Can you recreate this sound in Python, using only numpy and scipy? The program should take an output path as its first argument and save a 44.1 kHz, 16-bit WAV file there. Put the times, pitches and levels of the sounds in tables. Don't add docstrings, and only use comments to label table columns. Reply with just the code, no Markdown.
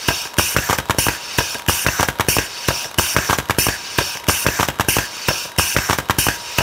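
import sys
import numpy as np
from scipy import signal
from scipy.fft import rfft, irfft
from scipy.io import wavfile
from scipy.ndimage import uniform_filter1d

SR = 44100
rng = np.random.default_rng(int(sys.argv[2]) if len(sys.argv) > 2 else 0)


def unload_wav(signal):
    wavfile.write(
        sys.argv[1],
        SR,
        np.round(np.clip(np.atleast_2d(signal).T, -1, 1) * 32767).astype(np.int16),
    )


def rack_gain(trim_db):
    fader = np.asarray(trim_db, float)
    return 10 ** (fader / 20)


N = 291942
CYCLE_S = 1.30007
STARTS_S = CYCLE_S * np.arange(6)

# f/Hz, level/dB per Hz
ROOM_HUM = [(24, -49), (40, -12), (70, -8), (260, -9), (650, -5), (1300, -6), (2100, -15), (3000, -11.5),
            (4400, -17.5), (5600, -23), (9400, -27), (12000, -24), (16000, -40)]
# f/Hz, width/Hz, lift/dB
FAN_LINES = [(1610, 50, 7), (3820, 40, 11), (5300, 120, 5)]
ROOM_HUM_DB, WHINE_HZ, WHINE_DB = -38.5, 952, -41
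WHISTLE_HZ, WHISTLE_DB = 3810, -50
CRUMBS_DB, CRUMBS_PER_S = -51, 70

# f/Hz, level/dB per Hz
SLIDE_AIR = [(410, -46), (700, -7.5), (1440, -6), (1750, -7.5), (1870, -33), (2000, -17), (2530, 0.5),
             (3990, -9.5), (5400, -2), (7490, -13), (12200, -16), (13300, -17), (14400, -17), (16000, -18)]
RAM_AIR = [(590, -19.5), (1000, -4.5), (1280, -11.5), (1540, -3), (1890, -9.5), (2740, 0.5), (3980, -14),
           (4900, -7.5), (5500, -2.5), (7880, -11.5), (9380, -5.5), (10400, -12), (12500, -8.5),
           (16000, -15.5)]
CUTTER_AIR = [(410, -42), (700, -5), (852, -13), (946, -16), (1040, -7.5), (1660, 0.5), (2220, -5),
              (2700, -10.5), (3890, -13.5), (4920, -13), (5610, -6.5), (10100, -20), (14600, -15),
              (16000, -27)]
EJECT_AIR = [(590, -27), (1000, -6), (1260, -17), (1570, -6), (1910, -7.5), (2680, 1), (3120, -2.5),
             (3460, -17.5), (5630, -3.5), (7700, -12), (9490, -6), (11400, -12.5), (12500, -6.5),
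             (16000, -14)]
RETURN_AIR = [(260, -51), (450, -11), (507, -24), (572, -8.5), (1220, -17.5), (1650, 1), (2190, -8),
              (3490, -13), (3810, -27), (4490, -11.5), (5970, -11.5), (10200, -20.5), (13600, -19),
              (16000, -25)]
LEAK_AIR = [(240, -52), (400, -12), (893, -19), (935, -6), (1040, -5.5), (1820, -7.5), (2550, -2.5),
            (3640, -8.5), (5110, -3.5), (8500, -17.5), (9760, -15), (10400, -37), (13900, -17.5),
            (16000, -28)]
# f/Hz, width/Hz, lift/dB
JET_PEAKS = [(520, 90, 5), (1600, 200, 4), (2550, 150, 3), (2900, 250, 4), (3720, 170, 6), (4560, 200, 6),
             (5320, 180, 5), (5530, 170, 6), (5950, 220, 7), (6380, 220, 5), (7100, 260, 6), (7580, 170, 5),
             (8350, 200, 5), (8800, 170, 4), (9300, 220, 4), (9680, 260, 8), (10250, 170, 4), (11200, 220, 4),
             (12250, 280, 6), (12620, 220, 5), (13400, 280, 5), (13850, 170, 3), (14400, 200, 4),
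             (15100, 350, 6)]
PEAK_DEPTH = 1.13
# opening t/s, closing t/s, flow level/dB, drift/dB per s, closing slope/dB per s
EXHAUSTS = [
    (0.083, 0.228, -23.5, -13, -78),
    (0.385, 0.548, -18, -32.5, -900),
    (0.568, 0.75, -25, 8.5, -550),
    (0.985, 1.074, -17.5, -29, -1100),
    (1.086, 1.16, -25.5, -31, -600),
    (1.101, 1.377, -35.5, 30, -5000),
]
BURST_DB, BURST_S = 5.5, 0.012
HASTEN_S = 0.05

PILOT_S = [
    0.0785,
    0.3782,
    0.7785,
    0.978,
]
PILOT_DB = [-23.5, -26, -28, -34]

# f/Hz, level/dB, t60/s
BENCH = [(57, -5.5, 0.031), (79.5, -16, 0.082), (117.6, -1.5, 0.05), (173.2, -2, 0.023), (269, 0.5, 0.018)]
CASE = [(452, -37, 0.013), (558, 1.5, 0.036), (667, 0.5, 0.04), (950, 5.5, 0.014), (1200, -13, 0.013),
        (1600, 5, 0.026), (2044, -9.5, 0.031)]
# f/Hz, level/dB
SNAP = [(300, -9.5), (1000, 6), (2000, 1.5), (3200, 0.5), (4500, -7.5), (5800, -5), (7500, -7.5),
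        (10000, -11.5), (13000, -9.5), (16000, -14)]
# t/s, knock f/Hz, strength level/dB, metal clatter level/dB
VALVES = [
    (0.0842, 1540, -8.5, -3),
    (0.3836, 1600, -7, -12.5),
    (0.7851, 1270, -13, -5.5),
    (0.9839, 1600, -9.5, -27),
]
STOPS = [
    (0.395, 1050, -2, -13),
    (0.5643, 1510, 1, -4.5),
    (0.6969, 1030, -2, -7.5),
    (0.8967, 1020, -1, -8.5),
    (1.0667, 950, -4, -13),
]
REBOUNDS = [
    (0.585, 1280, -10.5, -15),
    (0.7075, 930, -14.5, -6),
    (1.0845, 1830, -8.5, -6),
]
SHOVES = [
    (0.8, 1002, -26, -14),
    (0.9068, 1500, -19, -3),
]
TAPS = [
    (0.69, 1017, -13.5, -16),
    (0.729, 998.6, -6.5, -5.5),
]
SHAKES = [
    (0.1045, 980, -13.5, -28),
    (0.1108, 1000, -15.5, -24),
    (0.252, 810, -23, -24),
]
# knock level/dB, bench thump level/dB, case rattle level/dB
VALVE_MIX, STOP_MIX, REBOUND_MIX = (-13, 0.1, -3.5), (0.1, -9.5, -16), (0.1, -2.2, -5)
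SHOVE_MIX, TAP_MIX, SHAKE_MIX = (-15, 0.1, -2), (0.1, -22, -6), (-30, -14, 0.093)
# t/s, f/Hz, level/dB
RINGS = [(0.0842, 2686, -9.5), (0.106, 575, -19.5), (0.105, 1340, -22.5), (0.384, 2870, -9.5),
         (0.395, 1510, -18), (0.564, 1430, -21), (0.565, 1870, -16), (0.585, 2650, -11.5),
         (0.7071, 950, -12), (0.73, 1110, -8), (0.898, 1660, -16), (0.9072, 950, -12.5),
         (0.9072, 3680, -21.5), (0.984, 2920, -22), (1.067, 1030, -22), (1.084, 2580, -12.5)]
VALVE_RING_HZ, VALVE_RING_DB, RING_T60_S = 1600, -14, 0.029
# t/s, level/dB
NUDGES = [
    (0.2, -44),
    (0.258, -31),
    (0.548, -25),
    (1.2, -44),
    (1.234, -45),
    (1.269, -45),
]
# t/s, peak level/dB
SETTLES = [(0.272, -14), (0.3364, -16), (0.3405, -9), (0.368, -9), (1.5452, -4), (1.597, -10),
           (1.6204, -12), (1.6639, -9), (2.845, -10), (2.9134, -11), (2.943, -7), (4.1717, -7),
           (4.198, -13), (4.2374, -17), (4.2415, -11), (4.268, -10), (5.38, -10), (5.495, -16),
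           (5.518, -12), (5.563, -13)]
# t/s, level/dB, brightness/0-1
TICKS = [
    (0.555, -28, 0.25),
    (0.828, -29, .8),
    (0.856, -25, .95),
    (0.887, -20, 0.96),
    (0.947, -22.5, 0.77),
    (0.967, -26, .9),
]
# t/s, knock f/Hz, strength level/dB, metal clatter level/dB
STRAYS = [
    (1.551, 680, -17, -42),
    (6.607, 1200, -12, -27),
]
# t/s, low f/Hz, high f/Hz, share level/dB
SPREADS = [(1.776, 11600, 13300, -3), (2.519, 9600, 11200, -3), (3.61, 4600, 6350, -3),
           (3.61, 6800, 8300, -3), (3.61, 8900, 10350, -3), (3.868, 4000, 5400, -3),
           (3.868, 10800, 12600, -3), (4.123, 9500, 11200, -3)]


def evened(x):
    return x / np.sqrt(np.mean(x ** 2) + 1e-20)


def add(mix, s, sound):
    if s >= 0:
        part = mix[round(s * SR):][:len(sound)]
        part += sound[:len(part)]


def hiss(colour, resonances, patchy_db, size=512):
    frames, hz = 4 * N // size + 5, np.fft.rfftfreq(size, 1 / SR)
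    a, b, patches = rng.standard_normal((frames, len(hz), 3)).T
    patches = uniform_filter1d(patches, size=6, axis=0)
    patches = evened(uniform_filter1d(patches, size=6, axis=1))
    f, level = np.transpose(colour)
    db = np.interp(np.log(hz + 1), np.log(f), level)
    for centre, width, lift in resonances:
        db = db + lift * np.exp(-(2 * (hz - centre) / width) ** 2 / 2)
    z = (a + 1j * b) * rack_gain(db[:, None] + patchy_db * patches)
    return evened(signal.istft(z, nperseg=size, noverlap=3 * size // 4)[1][:N])


def room_tone():
    drift, sway = (evened(uniform_filter1d(rng.standard_normal(N), size=3000)) for _ in range(2))
    whine_hz = WHINE_HZ + 3.64 * drift
    whistle_hz = WHISTLE_HZ + 9 * drift
    whine = np.sin(2 * np.pi * np.cumsum(whine_hz) / SR) * rack_gain(WHINE_DB + 2.5 * sway)
    whistle = np.sin(2 * np.pi * np.cumsum(whistle_hz) / SR) * rack_gain(WHISTLE_DB + 2.5 * sway[::-1])
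    return whine + whistle + rack_gain(ROOM_HUM_DB) * hiss(ROOM_HUM, FAN_LINES, patchy_db=1.5, size=2048)


def chatter(grain, fade_s):
    t = np.arange(len(grain)) / SR
    shower = grain * abs(grain) * np.exp(-t / fade_s) * np.minimum(t / 0.00033, 1)
    return shower / np.linalg.norm(shower)


def snap(drive):
    f, db = np.transpose(SNAP)
    hz = np.fft.rfftfreq(len(drive), 1 / SR)
    gain = rack_gain(np.interp(np.log(hz + 1), np.log(f), db))
    return 9.07 * irfft(rfft(drive) * gain, len(drive))


def crumbs():
    size = rack_gain(19.0 * np.minimum(rng.exponential(1, N), 4))
    size = size * (rng.random(N) < CRUMBS_PER_S / SR)
    tick = snap(chatter(rng.standard_normal(600), fade_s=0.0012))
    return rack_gain(CRUMBS_DB) * evened(signal.oaconvolve(size, tick)[:N])


def air():
    out, t = np.zeros(N), np.arange(N) / SR
    colours = [SLIDE_AIR, RAM_AIR, CUTTER_AIR, EJECT_AIR, RETURN_AIR, LEAK_AIR]
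    peaks = np.multiply(JET_PEAKS, [1, 1, PEAK_DEPTH])
    for (opens, closes, flow_db, drift, closing), colour in zip(EXHAUSTS, colours):
        age = (t - opens) % CYCLE_S
        open_s = closes - opens
        db = flow_db + BURST_DB * np.exp(-age / BURST_S) + drift * np.minimum(age, open_s)
        late = np.maximum(age - open_s, 0)
        db += closing * late * (1 + late / HASTEN_S)
        out += uniform_filter1d(rack_gain(db), size=80) * hiss(colour, peaks, patchy_db=2.33)
    return out


def walls(x):
    t = np.arange(14000) / SR
    a, b = rng.standard_normal((2, 14000))
    dull = uniform_filter1d(a, size=12) * rack_gain(3.0 - 60 * t / 0.23)
    bright = b * rack_gain(-60 * t / 0.37)
    tail = (dull + bright) * np.clip((t - 0.004) / 0.001, 0, 1)
    return signal.fftconvolve(x, tail / np.linalg.norm(tail))[:N]


def pilot_spits():
    out, t = np.zeros(N), np.arange(400) / SR
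    for start in STARTS_S:
        for s, db in zip(PILOT_S, PILOT_DB):
            spit = np.diff(snap(rng.standard_normal(401))) * np.exp(-t / 0.011)
            add(out, start + s, rack_gain(db) * evened(spit))
    return out


def ring(modes, drive):
    t = np.arange(len(drive)) / SR
    body = sum(rack_gain(db - 60 * t / t60) * np.sin(2 * np.pi * hz * t) for hz, db, t60 in modes)
    return signal.fftconvolve(drive, body)[:len(t)]


def thump(t):
    bent = t + 0.0011 * (1 - np.exp(-t / 0.0005))
    swing = -sum(rack_gain(db - 60 * t / t60) * np.sin(2 * np.pi * hz * bent) for hz, db, t60 in BENCH)
    return swing * np.minimum(t / 0.00067, 1)


def blow(knock_hz, knock_db, thump_db, rattle_db, clatter_db, habit):
    t = np.arange(6000) / SR
    turns = knock_hz * t
    knock = -np.sin(2 * np.pi * turns) * 4.75 * turns ** 2 * np.exp(-1.5 * turns ** 1.6)
    grain = 0.72 * habit + 0.67 * rng.standard_normal(habit.shape)
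    rattle = 0.12 * evened(ring(CASE, chatter(grain[0], fade_s=0.0051)))
    contacts = chatter(grain[1], fade_s=0.0062) + 0.21 * chatter(grain[1, ::-1], fade_s=0.043)
    clatter = snap(contacts)
    push = thump(np.maximum(t - 0.0011, 0))
    return rack_gain(knock_db) * knock + rack_gain(thump_db) * push + rack_gain(rattle_db) * rattle + rack_gain(clatter_db) * clatter


def mixed(rows, mix):
    return [(s, hz, *(db + np.array(mix)), clatter_db) for s, hz, db, clatter_db in rows]


def machine_blows():
    out = np.zeros(N)
    blows = sorted(mixed(VALVES, VALVE_MIX) + mixed(STOPS, STOP_MIX) + mixed(REBOUNDS, REBOUND_MIX)
                   + mixed(SHOVES, SHOVE_MIX) + mixed(TAPS, TAP_MIX) + mixed(SHAKES, SHAKE_MIX))
    habits = rng.standard_normal((len(blows), 2, 6000))
    for start in STARTS_S:
        for (s, knock_hz, *levels), habit in zip(blows, habits):
            slack = rack_gain(0.5 * rng.standard_normal())
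            add(out, start + s, slack * blow(knock_hz, *levels, habit))
    return out


def note(hz, db, t60):
    t = np.arange(3000) / SR
    second_hz = hz * rng.normal(1, 0.07)
    pair = np.sin(2 * np.pi * hz * t) + 0.7 * np.sin(2 * np.pi * second_hz * t)
    return rack_gain(db - 60 * t / min(t60, 0.035)) * pair * np.minimum(t / 0.0012, 1)


def struck_notes():
    out = np.zeros(N)
    rings = RINGS + [(s, VALVE_RING_HZ, VALVE_RING_DB) for s, *_ in VALVES]
    for start in STARTS_S:
        for s, hz, db in rings:
            add(out, start + s, note(hz * rng.normal(1, 0.012), db + rng.standard_normal(), RING_T60_S))
    return out


def carriage_nudges():
    out, t = np.zeros(N), np.arange(6000) / SR
    for start in STARTS_S:
        for s, db in NUDGES:
            add(out, start + s, rack_gain(db + 0.51 * rng.standard_normal()) * thump(t))
    return out


def tube_settling():
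    out = np.zeros(N)
    for s, db in SETTLES:
        add(out, s, rack_gain(db - 9.5) * snap(chatter(rng.standard_normal(2000), fade_s=0.002)))
    return out


def armature_ticks():
    out = np.zeros(N)
    for start in STARTS_S:
        for s, db, bright in TICKS:
            contact = chatter(rng.standard_normal(2000), fade_s=0.0015)
            tick = bright * snap(contact) + (1 - bright) * ring(CASE, contact)
            add(out, start + s, rack_gain(db + 1.9 * rng.standard_normal()) * tick)
    return out


def stray_knocks():
    out = np.zeros(N)
    for s, *rest in mixed(STRAYS, SHAKE_MIX):
        add(out, s, blow(*rest, rng.standard_normal((2, 6000))))
    return out


def scene():
    blows = crumbs() + pilot_spits() + machine_blows() + struck_notes()
    blows += carriage_nudges() + tube_settling() + armature_ticks() + stray_knocks()
    jets = air()
    tail = walls(rack_gain(-15.5) * blows + rack_gain(-13) * jets)
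    return np.tile(blows + jets + tail + room_tone(), (2, 1))


def sideways(mono):
    side, hz = np.zeros(N), np.fft.rfftfreq(2048, 1 / SR)
    for s, low_hz, high_hz, db in SPREADS:
        start = s - 0.023
        piece = mono[round(start * SR):][:2048] * np.sin(np.pi * np.arange(2048) / 2048)
        shifted = np.roll(rfft(piece), shift=3)
        add(side, start, rack_gain(db) * irfft(shifted * (hz > low_hz) * (hz < high_hz)))
    return side


def roll_off(x):
    return signal.sosfilt(signal.butter(12, 16670, fs=SR, output="sos"), x)


def record(dry):
    cut = signal.sosfilt(signal.butter(4, 52, "highpass", fs=SR, output="sos"), dry)
    lowpass = signal.firwin(1023, 15760, window=("kaiser", 9), fs=SR)
    cut = signal.oaconvolve(cut, lowpass[None], "same")
    limited = cut / (1 + abs(cut / 0.99) ** 5) ** (1 / 5)
    mix = limited + [[1], [-1]] * sideways(limited[0])
    return roll_off(mix)


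dry = scene()
out = record(dry)
unload_wav(out)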